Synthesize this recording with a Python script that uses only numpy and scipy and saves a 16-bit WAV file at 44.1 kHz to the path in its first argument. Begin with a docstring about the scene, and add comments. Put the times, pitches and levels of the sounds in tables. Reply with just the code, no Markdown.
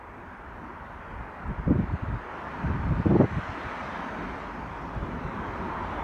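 """Road traffic from the pavement of a terraced street, on a hand-held microphone.
Tyres roar on a road some way off, and five cars swell past in turn with tread rush, hiss and rumble;
the nearest adds a low engine note that sinks in pitch as it goes by. Gusts strike the microphone
port in clusters of short, low puffs. A faint bed of air and a few tiny ticks sit underneath."""
import sys
import numpy as np
from scipy import signal
from scipy.fft import rfft, irfft, next_fast_len
from scipy.io import wavfile
from scipy.ndimage import uniform_filter1d, map_coordinates

SR = 44100
rng = np.random.default_rng(int(sys.argv[2]) if len(sys.argv) > 2 else 0)


def bounce(signal):
    """Save signal as a 16-bit WAV file at the path given by the first command-line argument."""
    frames = np.transpose(np.atleast_2d(signal))
    limited = np.clip(frames, -1, 1)
    pcm = np.round(limited * 32767).astype(np.int16)
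    wavfile.write(sys.argv[1], SR, pcm)


N = 265923

# tone colour of each noise layer: (f/Hz, relative level/dB)
AIR_EQ = [(100, -4), (3000, -2), (6000, 2), (7800, -1.5), (9600, 0.5), (10500, -10), (12000, -3),
          (15500, -9.5)]
TICK_EQ = [(2000, -26.5), (5000, -4), (8000, 2.5), (11000, -19), (15000, -20.5)]
BUFFET_EQ = [(15, -29), (30, -4.5), (50, 2), (100, 0.5), (160, -5), (230, -13.5), (330, -19), (500, -33.5),
             (900, -57), (2500, -105)]  # before the wind speed shifts its pitch
ROAR_EQ = [(200, -18), (420, -7.5), (540, -5), (640, -3.5), (780, -3.5), (930, 1.5), (1100, -2.5),
           (1400, -8), (2000, -20.5), (3200, -43.5), (6000, -72.5)]
TREAD_EQ = [(400, -19.5), (900, -9.5), (1250, -1.5), (1500, 0.5), (2000, -5), (2500, -14.5), (3200, -24.5),
            (5000, -57.5), (9000, -77.5)]
HISS_EQ = [(900, -16), (1700, 4.5), (2300, 10), (3200, 1.5), (4200, -4), (4900, -9), (6200, -10.5),
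           (7500, -19), (9500, -25.5), (11000, -31), (15500, -41)]
RUMBLE_EQ = [(30, -37), (60, 0.5), (130, -6.5), (175, -0.5), (250, 1), (320, -3), (400, -3), (500, -16.5),
             (900, -16.5), (2500, -58.5)]

# tick cues: (t/s, level/dB)
TICK_CUES = [(1.48, -72), (3.065, -66), (4.815, -69), (4.95, -67)]
# gusts over the port: (start t/s, hold/s, level/dB)
GUST_CUES = [(.47, .12, -45), (.72, 0.341, -49), (1.101, .16, -41), (1.45, 0.48, -36.5), (1.675, .17, -28),
             (2.032, 0.16, -35.5), (2.651, .35, -29.5), (3.064, .18, -25.5), (3.32, 0.06976, -32),
             (4.962, 0.62, -45), (5.602, 0.48, -44.5)]
# the hardest puffs within the gusts: (peak t/s, level/dB, nominal half-length/s)
PUFF_CUES = [(1.205, -33, 0.0097), (1.501, -27, 0.015), (1.598, -29.5, 0.011), (1.678, -20, 0.008),
             (1.713, -18, .011), (1.798, -23.5, .012), (1.921, -29, .007), (1.941, -24.5, .011),
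             (2.034, -26.5, 0.0079), (2.094, -28.5, 0.013), (2.137, -28.5, .014), (2.647, -25, 0.0072),
             (2.706, -23.5, 0.0085), (2.868, -25, 0.0098), (2.921, -24.5, 0.011), (3, -22.5, 0.0077),
             (3.063, -18, 0.0077), (3.109, -20, .013), (3.15, -19, 0.0072), (3.164, -17, 0.00603),
             (3.209, -15, 0.011), (3.241, -21.5, 0.0088), (3.378, -25, 0.01203), (3.498, -31.5, 0.014),
             (3.661, -33, 0.01), (4.972, -27, 0.0095), (5.026, -28.5, 0.016), (5.261, -29, 0.00913),
             (5.404, -34, .014), (5.491, -33, .009)]
# fader ride on the nearest engine: (t/s, level/dB)
ENGINE_FADER = [(0, -64), (3.8, -60), (4.22, -44.5), (4.8, -46.5), (5.4, -43.5), (6.03, -54)]
# partials of its exhaust note: (multiple of the firing rate, relative level/dB)
EXHAUST_ORDERS = [(1, 0.5), (2, -17), (3.5, -5.5), (4, -14.5), (5, -8)]
# pass-bys: (nearest t/s, time to drive the car's distance from the pavement/s,
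# roar level/dB, tread level/dB, hiss level/dB, rumble level/dB)
PASS_BYS = [(1.2, 1.09, -46.5, -48.5, -68, -48), (2.55, 0.41, -40.5, -44, -57.5, -45),
            (3.58, 0.38, -43, -41.5, -50.5, -59), (4.03, 0.44, -39, -45.5, -52, -40.5),
            (5.921, 0.85, -36.5, -43.5, -53, -38)]
FAR_ROAD_DB = (-49, -60.5, -77, -59)  # roar, tread, hiss, rumble
FALLOFF = (1.36, 1.31, 1.28, 1.09)  # the same layers fade with these powers of distance


def amp(db):
    """Decibels to gain."""
    return 10 ** (np.asarray(db) / 20)


def unit(x):
    """Scale to rms 1."""
    return x / np.sqrt(np.mean(x ** 2) + 1e-20)


def wobble(rate):
    """A smooth random modulator, rate knots a second."""
    knots = rng.standard_normal(int(N * rate / SR) + 4)
    return map_coordinates(knots, [np.arange(N) * rate / SR], mode="nearest")


def filtered(x, response):
    """Filter x with a gain given as a function of frequency."""
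    size = next_fast_len(len(x) + SR // 2)
    return irfft(rfft(x, size) * response(np.fft.rfftfreq(size, 1 / SR)), size)[:len(x)]


def coloured(x, eq):
    """x through an EQ curve drawn on a log frequency axis, at rms 1."""
    f, db = np.transpose(eq)
    return unit(filtered(x, lambda hz: amp(np.interp(np.log(hz + 1), np.log(f), db))))


def rush(eq, patchy_db):
    """Noise whose bands fade in and out, as sound does on its way through moving air."""
    bands = signal.stft(rng.standard_normal(N), nperseg=1024)[2]
    patches = uniform_filter1d(rng.standard_normal(bands.shape), size=6, axis=0)  # across frequency
    patches = unit(uniform_filter1d(patches, size=12, axis=1))  # across time
    noise = signal.istft(bands * amp(patchy_db * patches), nperseg=1024)[1][:N]
    return coloured(noise, eq)


def air_bed():
    """A faint, even hiss behind everything."""
    return amp(-78) * rush(AIR_EQ, patchy_db=2.5)


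def ticks(width_s=0.0016):
    """A few faint, bright ticks of noise close to the microphone."""
    t = np.arange(N) / SR
    envelope = sum(amp(db) * np.exp(-.5 * ((t - s) / width_s) ** 2) for s, db in TICK_CUES)
    return envelope * coloured(rng.standard_normal(N), TICK_EQ)


def wind_force(breeze_db=-53, attack_s=0.00796, release_s=0.01414, flutter_db=3.5):
    """Pressure on the port: a fluttering breeze, gusts that rise, hold and drop, and puffs on top."""
    t = np.arange(N) / SR
    power = amp(breeze_db) ** 2
    for start, hold, db in GUST_CUES:
        fade = np.maximum(start - t, 0) / attack_s + np.maximum(t - start - hold, 0) / release_s
        power += (amp(db) * np.exp(-fade)) ** 2
    power *= amp(flutter_db * wobble(45)) ** 2
    for peak, db, half_length in PUFF_CUES:
        width = half_length * np.where(t < peak, .62, .8)  # a puff arrives faster than it leaves
        power += amp(db) ** 2 * np.exp(-.5 * ((t - peak) / width) ** 2)
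    return np.sqrt(power)


def wind_buffet(calm_hz=74.04, hz_per_force=1000.4, hz_per_energy=11990, build_up_s=.045):
    """Eddies sweep the port: the harder and longer it blows, the faster they go and higher they sound."""
    force = wind_force()
    pole = np.exp(-1 / (build_up_s * SR))
    energy = signal.lfilter([1 - pole], [1, -pole], force ** 2)
    eddy_hz = calm_hz + hz_per_force * force + hz_per_energy * energy
    eddies = coloured(rng.standard_normal(2 * N), BUFFET_EQ)
    speed = eddy_hz / 120  # varispeed: the eddies sit at 120 Hz at speed 1
    pressure = map_coordinates(eddies, [np.cumsum(speed)], order=1, mode="wrap")
    # compress the eddies' own swings, so the force of the wind sets most of the punch
    eddy_power = uniform_filter1d(np.abs(signal.hilbert(pressure)) ** 2, size=600)
    envelope = uniform_filter1d(np.sqrt(eddy_power), size=300)
    return force * unit(pressure / envelope ** 0.73)


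def engine(firing_hz=50.34, doppler_share=0.04, nearest_s=4.0, passing_s=0.49):
    """A slow-running engine drones and sinks in pitch as it passes; each exhaust order wavers alone."""
    t = np.arange(N) / SR
    fader_db = np.interp(t, *np.transpose(ENGINE_FADER))
    along_road = (t - nearest_s) / passing_s
    heard_hz = firing_hz * (1 - doppler_share * along_road / np.hypot(1, along_road))
    heard_hz *= 1 + 0.01986 * wobble(17)  # slight pitch waver
    phase = 2 * np.pi * np.cumsum(heard_hz) / SR
    exhaust = sum(amp(db + 3.5 * wobble(17)) * np.sin(order * phase + 0.42 * wobble(25))
                  for order, db in EXHAUST_ORDERS)
    return amp(fader_db) * exhaust


def traffic():
    """Cars swell and fade with distance: tyres roar and hiss, air rushes from treads, engines rumble."""
    t = np.arange(N) / SR
    power = amp(FAR_ROAD_DB)[:, None] ** 2
    for nearest_s, passing_s, *levels_db in PASS_BYS:
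        distance = np.hypot(1, (t - nearest_s) / passing_s)  # 1 at the nearest point
        swell = amp(levels_db)[:, None] / distance ** np.array(FALLOFF)[:, None]
        power = power + swell ** 2
    roar, tread, hiss, rumble = np.sqrt(power)
    return (roar * rush(ROAR_EQ, patchy_db=1.2) + tread * rush(TREAD_EQ, patchy_db=1.5)
            + hiss * rush(HISS_EQ, patchy_db=2.5) + rumble * rush(RUMBLE_EQ, patchy_db=3.0))


def scene():
    """Mono mix: traffic, the nearest engine, wind and ticks over the bed of air."""
    return (air_bed() + traffic() + engine() + wind_buffet() + ticks())[None]


def record(dry):
    """The microphone sheds the deepest bass and keeps nothing above its band limit."""
    low_cut_hz, top_hz = 39, 15750
    return filtered(dry[0], lambda hz: (hz < top_hz) * hz ** 4 / np.hypot(hz ** 4, low_cut_hz ** 4))[None]


dry = scene()
out = record(dry)
bounce(out)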